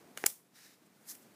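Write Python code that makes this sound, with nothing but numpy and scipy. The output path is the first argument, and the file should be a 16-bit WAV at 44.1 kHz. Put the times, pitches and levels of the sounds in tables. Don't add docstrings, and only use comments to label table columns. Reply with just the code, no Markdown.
import sys
import numpy as np
from scipy import signal
from scipy.fft import rfft, irfft
from scipy.io import wavfile
from scipy.ndimage import uniform_filter1d

SR = 44100
rng = np.random.default_rng(int(sys.argv[2]) if len(sys.argv) > 2 else 0)


def put_to_file(sound):
    columns = np.atleast_2d(sound).T
    safe = np.clip(columns, -1, 1)
    whole_steps = np.round(safe * 32767)
    wavfile.write(sys.argv[1], SR, whole_steps.astype(np.int16))


N = 59535
TIME = np.arange(N) / SR


def from_db(db):
    return 10 ** (np.asarray(db) / 20)


def rms_one(x):
    return x / np.sqrt(np.mean(x ** 2) + 1e-20)


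def noise(colour):
    hz, db = np.transpose(colour)
    bins_hz = np.maximum(np.fft.rfftfreq(N, 1 / SR), 1)
    gain = from_db(np.interp(np.log(bins_hz), np.log(hz), db))
    return rms_one(irfft(rfft(rng.standard_normal(N)) * gain, N))


def low_pass(x, hz, order=2):
    sos = signal.butter(order, min(hz, SR / 2 - 1000), fs=SR, output="sos")
    return signal.sosfilt(sos, x + 1e-18)


def drift(hz):
    return rms_one(low_pass(rng.standard_normal(2 * N), hz)[N:])


def clicks(rows):
    out = np.zeros(N)
    for s, db in rows:
        out[int(s * SR)] += from_db(db)
    return out


def ring(force, modes):
    out = np.zeros(N)
    for hz, db, t60 in modes:
        r = np.exp(-np.log(1000) / (t60 * SR))
        w = 2 * np.pi * hz / SR
        out += from_db(db) * signal.lfilter([.5, 0, -.5], [1, -2 * r * np.cos(w), r * r], force + 1e-18)
    return out


# time in seconds, strength of the push in dB,
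# brightness of the contact in Hz, peak of the air puff in dB.
SNAPS = [(0.2624, -7, 8680, -24), (0.2649, -3.5, 14940, -36)]
# pitch in Hz, level in dB, time to fall by 60 dB in seconds.
EDGE_MODES = [(1150, -26, 0.0038), (2300, -22.5, .011), (2850, -24, 0.006), (5100, -22, .004),
              (7090, -11.5, 0.0063), (8120, -7.5, 0.0049), (9425, -7, 0.0024), (11330, -3.5, .003),
              (14060, -14, .002)]
PUFF_HZ, PUFF_DELAY_S = 800, 0.0009


def snap():
    out = np.zeros(N)
    for s, db, bright_hz, puff_db in SNAPS:
        push = low_pass(clicks([(s, db)]), bright_hz)
        puff = low_pass(clicks([(s + PUFF_DELAY_S, 0)]), PUFF_HZ)
        out += ring(push, EDGE_MODES) + from_db(puff_db) * puff / puff.max()
    return out


# time in seconds, strength of the push in dB.
KNOCKS = [(0.2399, -15.5)]
# pitch in Hz, level in dB, time to fall by 60 dB in seconds.
PILE_MODES = [(402, -7.5, 0.015), (763, -9.5, .011), (1750, 4, 0.0028), (5800, 9, .0014)]
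FINGER_SOFTNESS_HZ = 2250


def knock():
    return ring(low_pass(clicks(KNOCKS), FINGER_SOFTNESS_HZ), PILE_MODES)


# time in seconds, strength of the push in dB.
TICKS = [(0.1747, -29.5), (0.1764, -32.5), (0.1842, -42.5)]
# pitch in Hz, level in dB, time to fall by 60 dB in seconds.
TICK_MODES = [(638, -11.5, 0.0086), (1510, -1, 0.0077), (2060, -6, 0.013), (2840, -7, 0.0069),
              (6600, -3, .003), (8800, -6.5, 0.0015), (13000, -14, 0.0016)]


def ticks():
    return ring(clicks(TICKS), TICK_MODES)


# time of the peak in seconds, level in dB,
# attack in seconds, decay in seconds (both over 20 dB).
RASPS = [(0.1743, -40, .001, 0.0067), (0.263, -15.5, 0.0024, 0.0023), (0.2650, -24, .0006, 0.0063),
         (0.2724, -39, .001, 0.0067), (0.865, -66, 0.025, 0.015), (1.118, -48, 0.0096, 0.01),
         (1.152, -47.5, 0.0053, .007), (1.227, -62.5, 0.04, 0.021)]
# frequency in Hz, relative level in dB.
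RASP_COLOUR = [(100, -31), (450, -13), (2400, -8), (3700, -16.5), (5200, -4), (7500, -1.5), (11500, -6),
               (15500, -9)]


def rasps():
    level = np.zeros(N)
    for s, db, attack, decay in RASPS:
        fade = np.maximum((s - TIME) / attack, (TIME - s) / decay)
        level += from_db(db - 20 * fade)
    return level * noise(RASP_COLOUR)


# start in seconds, attack in seconds,
# hold in seconds, release in seconds, level in dB, name of the colour. Attack and release are over 20 dB.
SLIDES = [(0.0, 0.0055, 0.16, .2, -64.5, "cloth"), (0.165, 0.009, .078, 0.024, -54.5, "settle"),
          (0.524, 0.035, .105, .12, -53.5, "push"), (0.667, 0.036, 0.038, .04, -62, "push"),
          (0.904, 0.2, 0.032, 0.13, -61, "settle"), (1.062, 0.03, 0.022, 0.029, -42, "pull")]
# frequency in Hz, relative level in dB per Hz.
SETTLE_COLOUR = [(100, -12), (400, -2.5), (2000, 3.5), (3300, -4.5), (7000, -1.5), (10000, 2), (12300, -3),
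                 (15000, -3)]
PUSH_COLOUR = [(500, -11.5), (1150, -12), (1750, 0.5), (2200, -3.5), (2700, -8), (3400, -11.5),
               (3850, -2.5), (4400, -6), (5300, -3.5), (7500, -8), (11000, -10), (15000, -12.5)]
PULL_COLOUR = [(300, -33), (1200, -21), (1800, -7), (2700, -19.5), (4200, -5.5), (6200, 0.5), (8000, -3.5),
               (11000, 0), (15000, -2.5)]
CLOTH_COLOUR = [(40, -24), (130, -5), (300, 1), (700, -2), (1200, -11), (4000, -26), (12000, -33.5)]
FRICTION_FLUTTER_DB, FLUTTER_HZ = 0.88, 152


def slides():
    colours = {"settle": SETTLE_COLOUR, "push": PUSH_COLOUR, "pull": PULL_COLOUR, "cloth": CLOTH_COLOUR}
    out = np.zeros(N)
    for start, attack, hold, release, db, colour in SLIDES:
        before = (start + attack - TIME) / attack
        after = (TIME - start - attack - hold) / release
        fade = np.maximum(0, np.maximum(before, after))
        flutter_db = FRICTION_FLUTTER_DB * drift(FLUTTER_HZ)
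        out += from_db(db - 20 * fade + flutter_db) * noise(colours[colour])
    return out


# frequency in Hz, level in dB on top of ROOM_DB.
ROOM_COLOUR = [(200, -6.5), (600, -2), (1200, -5), (2200, -4.5), (4000, -1.5), (6500, -3.5), (10000, 0.5),
               (14000, 5.5)]
ROOM_BAND_EDGES_HZ = [100, 400, 900, 1600, 3000, 5000, 8000, 12000, 18000]
ROOM_DB, ROOM_T60_S, ROOM_BUILD_S = -12.5, 0.3, 0.0074
WALL_ECHO_S, WALL_ECHO_DB, WALL_SPREAD_S = 0.037, -2.5, 0.0029


def room(x):
    wall = from_db(WALL_ECHO_DB) * np.exp(-((TIME - WALL_ECHO_S) / WALL_SPREAD_S) ** 2)
    build = 1 - np.exp(-TIME / ROOM_BUILD_S)
    fall = np.exp(-np.log(1000) * TIME / ROOM_T60_S)
    decay = (build * (1 + wall) * fall) ** 2
    hz, db = np.transpose(ROOM_COLOUR)
    out = np.zeros(N)
    for low, high in zip(ROOM_BAND_EDGES_HZ, ROOM_BAND_EDGES_HZ[1:]):
        band = signal.butter(3, [low, high], "band", fs=SR, output="sos")
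        direct = signal.sosfilt(band, x + 1e-18)
        energy = np.abs(signal.fftconvolve(direct ** 2, decay / decay.sum())[:N])
        middle = np.log(low * high) / 2
        gain = from_db(ROOM_DB + np.interp(middle, np.log(hz), db))
        out += gain * np.sqrt(energy) * rms_one(signal.sosfilt(band, rng.standard_normal(N)))
    return out


# frequency in Hz, relative level in dB per Hz.
FLOOR = [(25, -33), (60, -22), (110, -5.5), (180, 2.5), (300, 0.5), (500, -6.5), (1000, -11), (2000, -14.5),
         (3200, -19), (8000, -21), (15000, -23)]
FLOOR_DB, FLOOR_WAVER_DB = -61.5, .7


def background():
    return from_db(FLOOR_DB + FLOOR_WAVER_DB * drift(18)) * noise(FLOOR)


def scene():
    cards = snap() + knock() + ticks() + rasps() + slides()
    return (cards + room(cards) + background())[None]


AGC_THRESHOLD_DB, AGC_SLOPE = -31.5, .54
AGC_RELEASE_DB_PER_S, AGC_ATTACK_S = 8.5, 0.054
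MIC_LOW_CUT_HZ, CUTOFF_HZ = 120, 15400


def record(dry):
    power = np.abs(uniform_filter1d(dry[0] ** 2, size=128))
    level_db = 10 * np.log10(power + 1e-12)
    wanted_db = AGC_SLOPE * np.maximum(level_db - AGC_THRESHOLD_DB, 0)
    recovery = AGC_RELEASE_DB_PER_S * TIME
    duck_db = np.maximum.accumulate(wanted_db + recovery) - recovery
    r = np.exp(-1 / (AGC_ATTACK_S * SR))
    smooth_duck_db = signal.lfilter([1 - r], [1, -r], duck_db)
    ducked = dry * from_db(-smooth_duck_db)
    thinned = signal.sosfilt(signal.butter(1, MIC_LOW_CUT_HZ, "high", fs=SR, output="sos"), ducked)
    return signal.sosfilt(signal.ellip(10, .2, 70, CUTOFF_HZ, fs=SR, output="sos"), thinned)


dry = scene()
out = record(dry)
put_to_file(out)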